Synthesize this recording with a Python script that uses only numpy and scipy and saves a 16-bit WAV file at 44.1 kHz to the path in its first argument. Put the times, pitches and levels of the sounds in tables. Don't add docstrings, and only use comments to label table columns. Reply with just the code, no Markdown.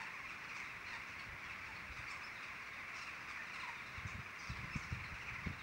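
import sys
import numpy as np
from scipy import signal
from scipy.fft import rfft, irfft, next_fast_len
from scipy.io import wavfile

SR = 44100
rng = np.random.default_rng(int(sys.argv[2]) if len(sys.argv) > 2 else 0)


def dump_mix(stems):
    frames = np.atleast_2d(stems).T
    limited = np.clip(frames, -1, 1)
    pcm = np.round(limited * 32767).astype(np.int16)
    wavfile.write(sys.argv[1], SR, pcm)


N = 247842

# f/Hz, gain/dB
WIND_RESPONSE = [(20, -20), (45, -3), (75, 2), (125, 0), (190, -6.5), (280, -20), (500, -32.5), (1200, -63),
                 (4000, -87)]


def undb(db):
    return 10 ** (np.asarray(db) / 20)


def unit(x):
    return x / np.sqrt(np.mean(x ** 2) + 1e-18)


def add(out, start_s, x):
    i = int(start_s * SR)
    x = x[max(-i, 0):]
    i = max(i, 0)
    part = out[i:i + len(x)]
    part += x[:len(part)]


def gain_at(hz, points):
    f, db = np.transpose(points)
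    return undb(np.interp(np.log(np.maximum(hz, 1)), np.log(f), db))


def colour(x, points):
    size = next_fast_len(len(x) + 4096)
    hz = np.arange(size // 2 + 1) * SR / size
    return irfft(rfft(x, size) * gain_at(hz, points), size)[:len(x)]


def wander(t, rate_hz):
    knots = rng.standard_normal(128)
    return np.interp(t * rate_hz, np.arange(len(knots)), knots)


def air(hiss_db=-54.5, whine_db=-85, whine_hz=15660):
    # f/Hz, relative level/dB
    hiss_spectrum = [(20, -15), (75, -25), (170, -2.5), (280, -6), (450, -9), (750, -7.5), (1100, -5),
                     (1600, 1), (2500, -5), (3100, -15), (5800, -23), (7200, -27), (10000, -31.5),
                     (15500, -36)]
    # t/s, level/dB
    breeze = [(0, -67), (.8, -66), (1.3, -63), (2.0, -63.5), (2.4, -67.5), (3.8, -66.5), (4.07, -58),
              (4.35, -72), (4.6, -53), (4.8, -61), (4.92, -53.5), (5.22, -60), (5.42, -56), (5.62, -62.5)]
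    t = np.arange(N) / SR
    hiss = colour(rng.standard_normal(N), hiss_spectrum)
    hiss = undb(hiss_db) * unit(colour(hiss, [(150, -1.1), (300, 0.55)]))
    rumble = unit(colour(rng.standard_normal(N), WIND_RESPONSE))
    rumble *= undb(np.interp(t, *np.transpose(breeze)))
    whine = undb(whine_db) * unit(np.sin(2 * np.pi * whine_hz * t))
    return hiss + rumble + whine


def wind(eddy_s=0.015, eddy_db=-43.5, halving_db=10, wake_db=-14, wake_s=0.036):
    # t/s, level/dB
    eddies = [(1.29, -55), (1.329, -53.5), (1.91, -51.5), (1.993, -55.5), (3.98, -48), (4.059, -40.5),
              (4.151, -46), (4.19, -46.5), (4.501, -40.5), (4.518, -39.5), (4.59, -47.5), (4.636, -44),
              (4.763, -34), (4.926, -36.5), (4.965, -46), (5.13, -47), (5.335, -51.5), (5.469, -33),
              (5.506, -42.5)]
    out = np.zeros(N)
    t = np.arange(-SR // 10, SR // 5) / SR
    for s, db in eddies:
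        length_s = eddy_s * .5 ** ((db - eddy_db) / halving_db)
        reach = (eddy_s / length_s) ** 0.27
        spectrum = [(hz * reach, gain_db) for hz, gain_db in WIND_RESPONSE]
        burst = np.exp(-2 * (t / length_s) ** 2)
        wake = undb(wake_db) * (t > 0) * np.exp(-abs(t) / wake_s)
        puff = colour((burst + wake) * rng.standard_normal(len(t)), spectrum)
        puff *= np.sqrt(length_s * SR / np.sum(puff ** 2))
        add(out, s + t[0], undb(db) * puff)
    return out


def trees(x, wet_db, t60_s, echoes=40):
    t = np.arange(SR) / SR
    response = rng.standard_normal(SR)
    echo_delays_s = rng.uniform(.006, .12, echoes)
    response[(SR * echo_delays_s).astype(int)] += 5 * rng.standard_normal(echoes)
    response *= undb(-60 * t / t60_s) * (1 - np.exp(-t / 0.015))
    response = colour(unit(response) / np.sqrt(SR), [(2500, 0.6), (6000, 1.4), (12000, 5.1)])
    return x + undb(wet_db) * signal.fftconvolve(x, response)[:len(x)]


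def small_bird(octave_db=-25):
    # t/s, length/s, start f/Hz, end f/Hz, direct level/dB
    chips = [(2.105, 0.019, 5100, 5400, -58.5), (2.23, 0.035, 4780, 5360, -59),
             (4.704, 0.033, 5330, 5200, -65.5), (4.731, 0.029, 5380, 5320, -61.5)]
    out = np.zeros(N)
    for s, length_s, start_hz, end_hz, db in chips:
        progress = np.linspace(0, 1, int(length_s * SR))
        hz = end_hz + (start_hz - end_hz) * (1 - progress) ** 2
        phase = 2 * np.pi * np.cumsum(hz) / SR
        tone = np.sin(phase) + undb(octave_db) * np.sin(2 * phase)
        add(out, s, undb(db) * unit(np.sin(np.pi * progress) * tone))
    return trees(out, wet_db=-8, t60_s=0.28)


def tchak(length_s, start_hz, end_hz, beak_hz, beak_db, rasp, jitter=0.066, flutter=0.95, hoarse_db=-5):
    # f/Hz, gain/dB
    throat = [(500, -36), (850, 3), (1080, 1.5), (1500, -1), (1900, 7.5), (2300, 7.5), (2730, -2),
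              (3050, -9.5), (4400, -11), (5500, -12.5), (6300, -17), (7200, -22), (8400, -19.5),
              (9200, -27.5), (15000, -52)]
    t = np.arange(int(length_s * SR)) / SR
    progress = t / length_s
    fall_hz = start_hz + (end_hz - start_hz) * progress ** 1.247
    hz = fall_hz * (1 - 0.091 * np.exp(-t / 0.0026))
    unsteady_hz = hz * (1 + jitter * rasp * wander(t, rate_hz=900))
    phase = 2 * np.pi * np.cumsum(unsteady_hz) / SR
    grid_hz = np.geomspace(400, 16000, 90)
    lift_db = beak_db * np.exp(-(np.log(grid_hz / beak_hz) / 0.24) ** 2)
    tract = np.column_stack([grid_hz, 20 * np.log10(gain_at(grid_hz, throat)) + lift_db])
    harmonics = np.arange(1, 11)[:, None]
    tone = np.sum(gain_at(harmonics * hz, tract) * np.sin(harmonics * phase), axis=0)
    hoarse = colour(rng.standard_normal(len(t)) * (1 + np.cos(phase)), tract)
    swell = np.sqrt(np.sin(np.pi * progress)) * np.exp(-progress)
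    swell *= 1 + flutter * rasp * wander(t, rate_hz=501)
    return unit(swell * (unit(tone) + rasp * undb(hoarse_db) * unit(hoarse)))


def call(pitch_hz, beak_hz, beak_db, rasp, clear_s=0.0292, harsh_s=0.0531, relaxed_hz=826, sag=.56):
    length_s = clear_s + (harsh_s - clear_s) * rasp
    end_hz = pitch_hz + sag * (relaxed_hz - pitch_hz)
    return tchak(length_s, pitch_hz, end_hz, beak_hz, beak_db, rasp)


def far_flock(pitch_hz=1300, pitch_spread=.13, spread_db=3.5, calls=1000, birds=240):
    voices = []
    for _ in range(birds):
        duration, fall, rough, gape = rng.random(4)
        length_s = 0.02378 + 0.02367 * duration
        start_hz = pitch_hz * np.exp(pitch_spread * np.clip(rng.standard_normal(), -2.5, 1.4))
        end_hz = start_hz * (.88 - 0.2032 * fall)
        beak_hz = 1500 * 4 ** gape
        voices.append(tchak(length_s, start_hz, end_hz, beak_hz, beak_db=3, rasp=0.89 * rough))
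    out = np.zeros(N + SR)
    times = (np.arange(calls) + rng.uniform(-2, 2, calls)) / calls * len(out) / SR
    for s, bird, nearness in zip(times, rng.integers(0, birds, calls), rng.standard_normal(calls)):
        add(out, s, undb(spread_db * min(nearness, 1)) * voices[bird])
    return trees(out, wet_db=-6, t60_s=1.0)[SR:]


def chatter(trim_db=-0.5):
    # t/s, level/dB before the trim
    loudness = [(0, -51.5), (.6, -50.5), (.72, -53.5), (.92, -49), (1.35, -54), (1.52, -50.5), (1.9, -52.5),
                (2.5, -50), (2.85, -51.5), (3.3, -50.5), (3.7, -50), (4.1, -52.5), (4.9, -52),
                (5.15, -50.5), (5.48, -49), (5.62, -56.5)]
    # f/Hz, gain/dB
    flock_colour = [(850, -2.5), (1080, 4.5), (1320, -2), (1620, 5), (2000, 3.5),
                    (2700, 2.5), (3000, -4), (4000, -3), (6000, 1), (9000, -14)]
    level_db = np.interp(np.arange(N) / SR, *np.transpose(loudness)) + trim_db
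    return undb(level_db) * unit(colour(far_flock(), flock_colour))


def passing_jackdaws(pitch_hz=1323, pitch_spread=0.121, loudest_db=-54.5, calls=44):
    beak_low_hz, beak_high_hz = 2200, 5800
    thinning_db, distance_db = -9, -4
    out = np.zeros(N)
    for slot, (when, pitch, nearness, gape, rough) in enumerate(rng.random((calls, 5))):
        hz = pitch_hz * np.exp(pitch_spread * (2 * pitch - 1))
        beak_hz = beak_low_hz * (beak_high_hz / beak_low_hz) ** gape
        voice = call(hz, beak_hz, beak_db=14, rasp=0.477 * rough)
        db = loudest_db + thinning_db * gape + distance_db * (1 - nearness)
        add(out, (slot + when) / calls * N / SR, undb(db) * voice)
    return trees(out, wet_db=-1, t60_s=0.6)


def near_jackdaws(trim_db=-0.5):
    # t/s, pitch f/Hz, level/dB before the trim, beak resonance f/Hz, its lift/dB, rasp/0-1
    near_calls = [ (0.0, 932, -49, 7500, 0, 0.69), (.283, 1415, -53, 2700, 9, .5),
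                  (.545, 1267, -51, 5200, 3, 0.28), (.561, 1236, -53.5, 6040, 10.5, 0.84),
                  (.6, 1121, -51.5, 2200, 10, 0.93), (.702, 1406, -58.5, 2600, 18, .1),
                  (.875, 1092, -55, 4000, 11, 0.45), (.923, 947, -51.5, 3800, 3, 0.6),
                  (1.07, 1220, -59, 5900, 12, 0.83), (1.184, 1150, -53.5, 4150, 10, 0.5),
                  (1.49, 1402, -52.5, 2500, 8, 0.12), (1.68, 909, -56.5, 900, 2, .4),
                  (1.752, 1137, -59.5, 4280, 17, 0.56), (1.966, 1347, -52, 4000, 3, 0.45),
                  (2.076, 1207, -55, 4780, 14, 0.06), (2.098, 1247, -51.5, 7040, 11, 0.3),
                  (2.211, 1283, -53, 2170, 4, 0.01), (2.422, 1304, -54, 4200, 6, 0.27),
                  (2.915, 1258, -54, 2200, 13, 0.15), (2.94, 1467, -58, 5500, 9, 0.38),
                  (2.96, 1408, -55, 5780, 13, .9), (3.01, 1483, -53, 5350, 9.5, 0.32),
                  (3.068, 1430, -50, 2730, 8, .25), (3.283, 1302, -50.5, 5160, 4.5, .6),
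                  (3.387, 930, -49.5, 1650, 16, 0), (3.456, 1460, -58, 4370, 8, 0.45),
                  (3.532, 1470, -52.5, 4100, 5, .35), (3.551, 1095, -52, 8160, -2, 0.62),
                  (3.597, 1487, -50.5, 3360, 11, 0.04), (3.628, 1050, -51.5, 1030, 11, 0.5),
                  (3.674, 1016, -49, 1005, 9, 0.57), (3.969, 1339, -56.5, 3530, 7, .15),
                  (4.067, 1568, -62, 6440, 21, 0.54), (4.386, 1275, -56.5, 5500, 21, 0.2),
                  (4.412, 1264, -55.5, 5440, 13, 0.68), (4.467, 1260, -56, 5370, 17, 0.35),
                  (4.491, 1428, -55, 4230, 6, 0.52), (4.552, 1158, -53.5, 4400, 5, 0.96),
                  (4.726, 1384, -50, 2520, 9, 0.27), (4.753, 1311, -55, 6530, 13.5, 0.88),
                  (4.822, 1534, -58.5, 5680, 14, 0.37), (4.897, 1487, -62, 5680, 13, 0.34),
                  (5.039, 1093, -56.5, 4150, 15.5, 0.34), (5.27, 1322, -51, 2360, 15, .3)]
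    out = np.zeros(N)
    for s, pitch_hz, db, beak_hz, beak_db, rasp in near_calls:
        add(out, s, undb(db + trim_db) * call(pitch_hz, beak_hz, beak_db, rasp))
    return trees(out, wet_db=-4.5, t60_s=0.24)


def scene():
    return (chatter() + near_jackdaws() + passing_jackdaws() + small_bird() + wind() + air())[None]


def record(dry):
    cutoff_hz = 15690
    return signal.sosfilt(signal.ellip(10, .1, 70, cutoff_hz, fs=SR, output="sos"), dry)


dry = scene()
out = record(dry)
dump_mix(out)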